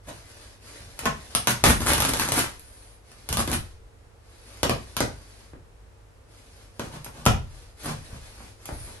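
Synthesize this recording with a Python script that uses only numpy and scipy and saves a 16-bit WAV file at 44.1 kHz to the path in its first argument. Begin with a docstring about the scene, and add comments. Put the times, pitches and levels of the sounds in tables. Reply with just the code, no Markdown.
"""The emptied skin of a large plush toy is torn by hand in a small workshop, a couple of metres away.
Cloth slides and feet shift over a fan's steady hum. From 1 s seams snap: the thread cracks, the taut
cloth pops and flaps. At 1.8-2.5 s the weave runs in one long tear of many small threads; more snaps
follow near 3.4 s and 4.8 s. At 7.3 s the strip comes free and the whole skin flaps.
Swishes of loose cloth and a few steps end the scene."""
import sys
import numpy as np
from scipy import signal
from scipy.fft import rfft, irfft
from scipy.io import wavfile

SR = 44100
rng = np.random.default_rng(int(sys.argv[2]) if len(sys.argv) > 2 else 0)


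def write(x):
    x = np.atleast_2d(x).T
    wavfile.write(sys.argv[1], SR, np.round(np.clip(x, -1, 1) * 32767).astype(np.int16))


N = 396900
TIME = np.arange(N) / SR
# a thread or seam gives way: (time [s], strength [dB], tautness [dB], pop [Hz])
SEAM_SNAPS = [(0.9908, -35.5, 3, 1380), (1.0554, -27.5, -2.5, 1300), (1.060, -34.5, -12.5, 1094),
              (1.3499, -22, 4.5, 1160), (1.4719, -21, 0, 1380), (1.639, -16, -1.5, 860),
              (1.805, -35.5, -3.5, 300), (1.934, -24, 4, 970), (1.980, -30.5, 3, 1200),
              (2.003, -25, 2.5, 755), (2.0214, -25.5, 0, 1270), (2.050, -25.5, 0.5, 830),
              (2.091, -28.5, 4.5, 420), (2.136, -27.5, 0, 720), (2.197, -26.5, 2.5, 1280),
              (2.288, -29, 1.5, 710), (2.320, -24.5, 2.5, 740), (2.595, -52.5, 8, 465),
              (3.116, -54, 0, 1520), (3.289, -32.5, 3.5, 1250), (3.327, -27, 5.5, 1180),
              (3.3706, -26.5, 1, 960), (3.394, -35.5, -4, 1170), (3.476, -33, -3, 380),
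              (3.515, -30, 1.5, 720), (4.631, -22, -2, 567), (4.695, -25, -4.5, 570),
              (4.9667, -26.5, 2.5, 1810), (5.0045, -23.5, -3.5, 517), (6.795, -36, -6.5, 470),
              (7.045, -42, 7, 780), (7.062, -49, -9.5, 820), (7.254, -32, 5, 1900),
              (7.2628, -19.5, -4.5, 840), (8.656, -42, 5, 1450)]


def cracks(crack_db=20, tick_db=20):
    """A thread parts with a broad crack and a high tick, louder the tauter it was."""
    out = np.zeros(N)
    for s, strength_db, taut_db, _ in SEAM_SNAPS:
        add(out, s + 0.00039, from_db(strength_db + crack_db) * click(2300, 7500, spray_s=0.0014))
        add(out, s, from_db(strength_db + taut_db + tick_db) * burst(9400, 15000, decay_s=0.0016))
    return out


def recoils(pop_db=22, thud_db=17, floor_echo_share=0.5, parting_s=7.2675, parting_db=7):
    """Released cloth pops, the floor echoes it, the cloth flaps with a thud; slack cloth moves more."""
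    out = np.zeros(N)
    for s, strength_db, taut_db, pop_hz in SEAM_SNAPS:
        recoil_db = strength_db - taut_db
        pop_gain = from_db(recoil_db + pop_db)
        pop = unit_energy(band(pulse(pop_hz, cycles=0.33), 220, 3800, order=1))
        add(out, s + 0.0007, -pop_gain * pop)
        add(out, s + 0.00198, pop_gain * floor_echo_share * burst(750, 1500, decay_s=0.0023))
        add(out, s + 0.0039, from_db(recoil_db + thud_db) * thud(hz=137.2))
    add(out, parting_s, from_db(parting_db) * thud(hz=121))  # strip comes free, whole skin flaps
    return out


def rips(edge_s=0.0037, tear_flap_db=-2.5):
    """The weave runs in one long tear and several short rips while the freed edge flaps."""
    # pull on the long tear: (time [s], level [dB])
    long_tear = [(1.799, -36.5), (1.85, -30), (1.885, -22), (1.92, -22), (1.959, -33), (2.061, -30.5),
                 (2.14, -37.5), (2.22, -27), (2.3, -40), (2.335, -27.5), (2.393, -22), (2.415, -38.5),
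                 (2.5, -43.5)]
    # seam runs: (start [s], length [s], level [dB], relative flap [dB])
    short_rips = [(1.471, 0.046, -24.5, -2), (1.636, 0.08, -22, 7.5), (3.298, 0.05, -37.5, 9),
                  (3.381, 0.034, -31, 7), (3.474, 0.046, -38, 11), (3.52, .035, -28.5, 8),
                  (7.832, 0.039, -40, 1)]
    # spectra of threads and flapping cloth: (frequency [Hz], density [dB])
    thread_spectrum = [(100, -14.5), (250, 0.5), (700, -1.5), (1400, 0), (2500, -6.5), (4500, -7.5),
                       (7500, -8.5), (11000, -3.5), (16000, -10)]
    flap_spectrum = [(20, -13), (35, -8.5), (65, 4), (130, -1), (220, -5), (500, -19.5), (2000, -71.5)]
    tear_s, tear_db = np.transpose(long_tear)
    pull = from_db(np.interp(TIME, tear_s, tear_db)) * (TIME > tear_s[0]) * (TIME < tear_s[-1])
    flap = pull * from_db(tear_flap_db)
    for s, length_s, level_db, flap_db in short_rips:
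        t = TIME[:int(length_s * SR)]
        run = from_db(level_db) * np.clip(np.minimum(t, length_s - t) / edge_s, 0, 1)
        add(pull, s, run)
        add(flap, s, run * from_db(flap_db))
    tearing = shaped_noise(thread_breaks(pull), thread_spectrum)
    flapping = shaped_noise(flap, flap_spectrum)
    return from_db(-4.5) * tearing + from_db(-12) * flapping


def thread_breaks(pull, spread_db=5.5, fuzz=0.4, bundle_s=0.00018):
    """Envelope of uneven threads breaking in turn, faster under a harder pull."""
    ref_per_s, min_per_s, ref_db, doubling_db = 760, 290, -28, 5
    doublings = (20 * np.log10(pull + 1e-9) - ref_db) / doubling_db
    chance = np.maximum(ref_per_s * 2 ** doublings, min_per_s) / SR
    sizes = rms_one(from_db(spread_db * np.minimum(rng.exponential(1, N), 3)))
    signs = rng.choice([-1, 1], N)
    threads = sizes * signs * (rng.random(N) < chance) / np.sqrt(chance)
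    breaks = pull * (threads + fuzz * rng.standard_normal(N))
    bundle = unit_energy(np.exp(-TIME[:200] / bundle_s))  # a thread's fibres part in quick succession
    power = signal.fftconvolve(breaks ** 2, bundle ** 2)[:N]
    return np.sqrt(np.abs(power))


def rustle(grain_db=3):
    """Pile rubs on pile in small catches, swung cloth swishes darker; brief narrow hisses near 10 kHz."""
    # (start [s], length [s], level [dB])
    slides = [(0, 0.64, -53), (0.57, 0.42, -49), (0.871, 1.74, -51), (2.3, 0.75, -58.5), (2.996, 0.83, -57),
              (4.19, 0.44, -59.5), (4.4, 0.74, -53.5), (4.96, 0.64, -57), (6.231, 0.58, -58.5),
              (6.696, 0.85, -58.5), (7.427, 0.39, -56.5), (7.735, 0.28, -44.5), (7.895, 0.73, -52.5),
              (8.548, 0.57, -51)]
    swishes = [(0.067, 0.04, -37.5), (1.021, 0.04, -40), (6.78, 0.12, -44), (6.899, 0.085, -43.5),
               (7.11, 0.15, -48), (7.835, 0.11, -34.5), (8.079, 0.104, -50), (8.362, 0.1, -53.5),
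               (8.856, 0.06, -50)]
    high_hisses = [(1.645, 0.15, -41.5), (2.45, 0.57, -62), (3.38, 0.031, -33), (3.52, 0.032, -33),
                   (8.64, 0.32, -53)]
    # spectra of the rustle, top cut off above 12 kHz: (frequency [Hz], density [dB])
    slide_spectrum = [(80, -11.5), (200, 5), (500, 8.5), (1200, 2), (2200, 1), (3200, -1.5), (4700, 2),
                      (7500, -2.5), (11200, 1), (12500, -15.5), (14000, -44.5)]
    swish_spectrum = [(30, -3.5), (70, 3), (140, 5), (300, -2), (550, -1.5), (1000, -2.5), (1800, -13),
                      (4000, -15), (8000, -17), (12000, -17), (16000, -45.5)]
    slide = eased_moves(slides) * from_db(grain_db * drift(rate_hz=260))
    swish = arches(swishes) * from_db(grain_db * drift(rate_hz=200))
    hiss = arches(high_hisses) * rms_one(band(rng.standard_normal(N), 9500, 10550))
    sliding = shaped_noise(slide, slide_spectrum)
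    swishing = shaped_noise(swish, swish_spectrum)
    return from_db(-4.5) * sliding + from_db(-4) * swishing + hiss


def steps():
    """The sole taps and the weight comes down on the boards."""
    # (time [s], tap [dB], thud [dB])
    footfalls = [(.095, -59, -67), (0.804, -66, -47), (0.873, -60, -46), (5.534, -40.5, -41.5),
                 (7.941, -59, -36.5), (8.128, -53, -36), (8.405, -45, -47), (8.69, -29, -45),
                 (8.723, -45, -32)]
    out = np.zeros(N)
    for s, tap_db, thud_db in footfalls:
        tap = unit_energy(band(click(190, 650, spray_s=0.0034), 160, 1720))
        add(out, s, from_db(tap_db + 19) * tap)
        add(out, s, from_db(thud_db + 24.5) * thud(hz=79))
    return out


def fan(air_db=-52):
    """Ventilation fan: steady air noise with a few wavering tones."""
    # air noise: (frequency [Hz], density [dB])
    air_spectrum = [(15, -25), (28, -12), (50, 0), (100, -9.5), (175, -23), (300, -23), (490, -19),
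                    (700, -23.5), (1300, -27.5), (2000, -31.5), (3500, -37), (8000, -40.5), (11500, -43),
                    (14000, -67)]
    # hum: (frequency [Hz], level [dB])
    tones = [(102, -59.5), (54.4, -61.5), (459, -72)]
    hum = 0
    for hz, db in tones:
        amplitude = np.sqrt(2) * from_db(db + 2 * drift(rate_hz=1.4))
        hum += amplitude * np.sin(2 * np.pi * hz * TIME + 0.5 * drift(rate_hz=0.57))
    return from_db(air_db) * coloured(diffuse(N), air_spectrum) + hum


def room(x, spots_per_s=22, spots=5):
    """The hands move from spot to spot, so the reflections keep changing."""
    out = 0
    for spot in range(spots):
        away = np.abs((TIME * spots_per_s - spot + 1) % spots - 1)
        presence = np.sqrt(np.clip(1 - away, 0, 1))
        out += signal.oaconvolve((x * presence)[None], room_response(), axes=1)[:, :N]
    return out


def room_response(build_cycles=1, size=2 ** 15):
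    """Reverberation from one spot: later and longer in the bass, where single modes stand out."""
    # (frequency [Hz], T60 [s])
    decay_times = [(60, 0.87), (120, 0.32), (260, 0.31), (700, 0.29), (1800, 0.29), (5000, 0.3),
                   (12000, 0.19)]
    # (frequency [Hz], reverberant over direct [dB])
    reverb_gains = [(40, 5.5), (120, 1), (200, 6.5), (330, 4.5), (600, 4), (1200, 5), (1900, 9.5),
                    (2700, 4.5), (7000, 10.5), (11000, -3.5)]
    # (frequency [Hz], relative level [dB], T60 [s])
    modes = [(58, -3.5, 0.33), (72.7, -7, 0.66), (122, 3, 0.45), (148.1, 4, 0.45), (309.3, 2.5, 0.15)]
    t, hz = TIME[:size], np.fft.rfftfreq(size, 1 / SR)
    field, response = rfft(diffuse(size)), np.zeros((2, size))
    centres_hz = np.geomspace(40, 15000, 10)
    for centre_hz, share in zip(centres_hz, np.eye(len(centres_hz))):
        noise = irfft(field * at_hz(np.c_[centres_hz, share], hz))
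        swell = 1 - np.exp(-t / (0.00011 + build_cycles / centre_hz))
        decay = from_db(-60 * t / at_hz(decay_times, centre_hz))
        response += noise * unit_energy(swell * decay) * from_db(at_hz(reverb_gains, centre_hz))
    for mode_hz, db, t60_s in modes:
        ring = np.cos(2 * np.pi * mode_hz * t) * from_db(-60 * t / t60_s)
        response += from_db(db - 32) * unit_energy(ring)
    return response


def diffuse(size):
    """Stereo noise from all sides: alike in the bass, less so above."""
    # (frequency [Hz], left-right correlation [-1..1])
    coherence = [(60, 0.86), (130, 0.74), (290, 0.63), (640, 0.029), (1400, 0.024), (3000, -0.18),
                 (12000, 0.46)]
    alike = at_hz(coherence, np.fft.rfftfreq(size, 1 / SR))
    mid, side = rfft(rng.standard_normal((2, size)))
    return irfft(np.sqrt((1 + alike) / 2) * mid + np.sqrt((1 - alike) / 2) * side * [[1], [-1]], size)


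def direct(x, lag_samples=4):
    """The straight path reaches the left port before the right."""
    return np.array([x, np.r_[np.zeros(lag_samples), x[:-lag_samples]]])


def microphone_ports(x, cutoff_hz=11800, leak_db=-21):
    """Port resonances colour the top octave; above them the response drops to a low shelf."""
    # two ports resonating together and opposed: (centre [Hz], width [Hz], gain [dB])
    in_phase = [(7500, 880, -3), (9230, 260, 4), (10200, 460, -19), (10960, 640, 4.5)]
    opposed = [(8650, 1100, -10), (10500, 1600, 13), (12050, 600, -11.5)]
    mid = peaking_eq((x[0] + x[1]) / 2, in_phase)
    side = peaking_eq((x[0] - x[1]) / 2, opposed)
    x = np.array([mid + side, mid - side])
    return signal.sosfilt(signal.butter(10, cutoff_hz, fs=SR, output="sos"), x) + from_db(leak_db) * x


def click(low_hz, high_hz, spray_s):
    """A sharp impulse trailed by a spray of noise."""
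    sharp = unit_energy(band(signal.unit_impulse(SR // 4) + 1e-18, low_hz, high_hz, order=1))
    return unit_energy(sharp + 0.43 * burst(low_hz, high_hz, spray_s))


def burst(low_hz, high_hz, decay_s):
    """A brief spray of band noise."""
    t = TIME[:SR // 4]
    spray = rng.standard_normal(len(t)) * np.exp(-t / decay_s)
    return unit_energy(band(spray + 1e-18, low_hz, high_hz))


def pulse(hz, cycles):
    """A heavily damped swing."""
    t = TIME[:SR // 4]
    return unit_energy(np.sin(2 * np.pi * hz * t) * np.exp(-t * hz / cycles))


def thud(hz, swell_s=0.02):
    """A broad, slow push of air that swells and dies."""
    push = band(pulse(hz, cycles=0.4), 0.33 * hz, 240)
    rumble = burst(50, 220, swell_s) * TIME[:SR // 4] / swell_s
    return unit_energy(push + 0.017 * rumble)


def eased_moves(gestures, attack_s=0.12, release_s=0.23):
    """Speed of sliding cloth: each arm move eases in and out."""
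    out = np.zeros(N)
    for s, length_s, level_db in gestures:
        t = TIME[:int(length_s * SR)]
        ease = np.clip(np.minimum(t / attack_s, (length_s - t) / release_s), 0, 1)
        add(out, s, from_db(level_db) * np.sin(np.pi / 2 * ease) ** 2)
    return out


def arches(events):
    """Each event swells and dies in one arch."""
    out = np.zeros(N)
    for s, length_s, level_db in events:
        add(out, s, from_db(level_db) * np.sin(np.linspace(0, np.pi, int(length_s * SR))))
    return out


def drift(rate_hz):
    """Random wander of spread about 1."""
    count = int(rate_hz * N / SR) + 2
    return np.interp(TIME * rate_hz, np.arange(count), rng.standard_normal(count))


def shaped_noise(envelope, spectrum):
    return coloured(envelope * rng.standard_normal(N), spectrum)


def coloured(x, spectrum):
    """Shape a white signal to a spectrum, keeping its power."""
    gain = from_db(at_hz(spectrum, np.fft.rfftfreq(N, 1 / SR)))
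    return irfft(rfft(x) * rms_one(gain), N)


def peaking_eq(x, bands):
    for hz, width_hz, db in bands:
        gain, damping = from_db(db / 2), np.pi * width_hz / SR
        tuning = -2 * np.cos(2 * np.pi * hz / SR)
        numerator = [1 + damping * gain, tuning, 1 - damping * gain]
        denominator = [1 + damping / gain, tuning, 1 - damping / gain]
        x = signal.lfilter(numerator, denominator, x)
    return x


def band(x, low_hz, high_hz, order=2):
    return signal.sosfilt(signal.butter(order, [low_hz, high_hz], "band", fs=SR, output="sos"), x)


def at_hz(points, hz):
    """Read a table on a log-frequency axis."""
    known_hz, values = np.transpose(points)
    return np.interp(np.log(np.maximum(hz, 1)), np.log(known_hz), values)


def add(track, s, sound):
    start = int(np.clip(round(s * SR), 0, N - 1))
    track[start:start + len(sound)] += sound[:N - start]


def from_db(db):
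    return 10 ** (np.asarray(db) / 20)


def rms_one(x):
    return x / np.sqrt(np.mean(x ** 2) + 1e-20)


def unit_energy(x):
    return x / np.sqrt(np.sum(x ** 2) + 1e-20)


def scene(aim_db=4, balance_db=0.2):
    """Tearing, cloth and steps in the room, over the fan."""
    threads = cracks() + rips()
    movement = recoils() + rustle() + steps()
    # the tear faces forwards, so more of it arrives directly
    heard = direct(from_db(aim_db) * threads + movement) + room(threads + movement)
    return microphone_ports(heard) * from_db([[balance_db], [-balance_db]]) + fan()


def record(dry):
    """Clip at full scale, then cut the top."""
    stop_db, stop_hz = 70, 17200
    lowpass = signal.cheby2(12, stop_db, stop_hz, fs=SR, output="sos")
    return signal.sosfilt(lowpass, np.clip(dry, -1, 1))


dry = scene()
out = record(dry)
write(out)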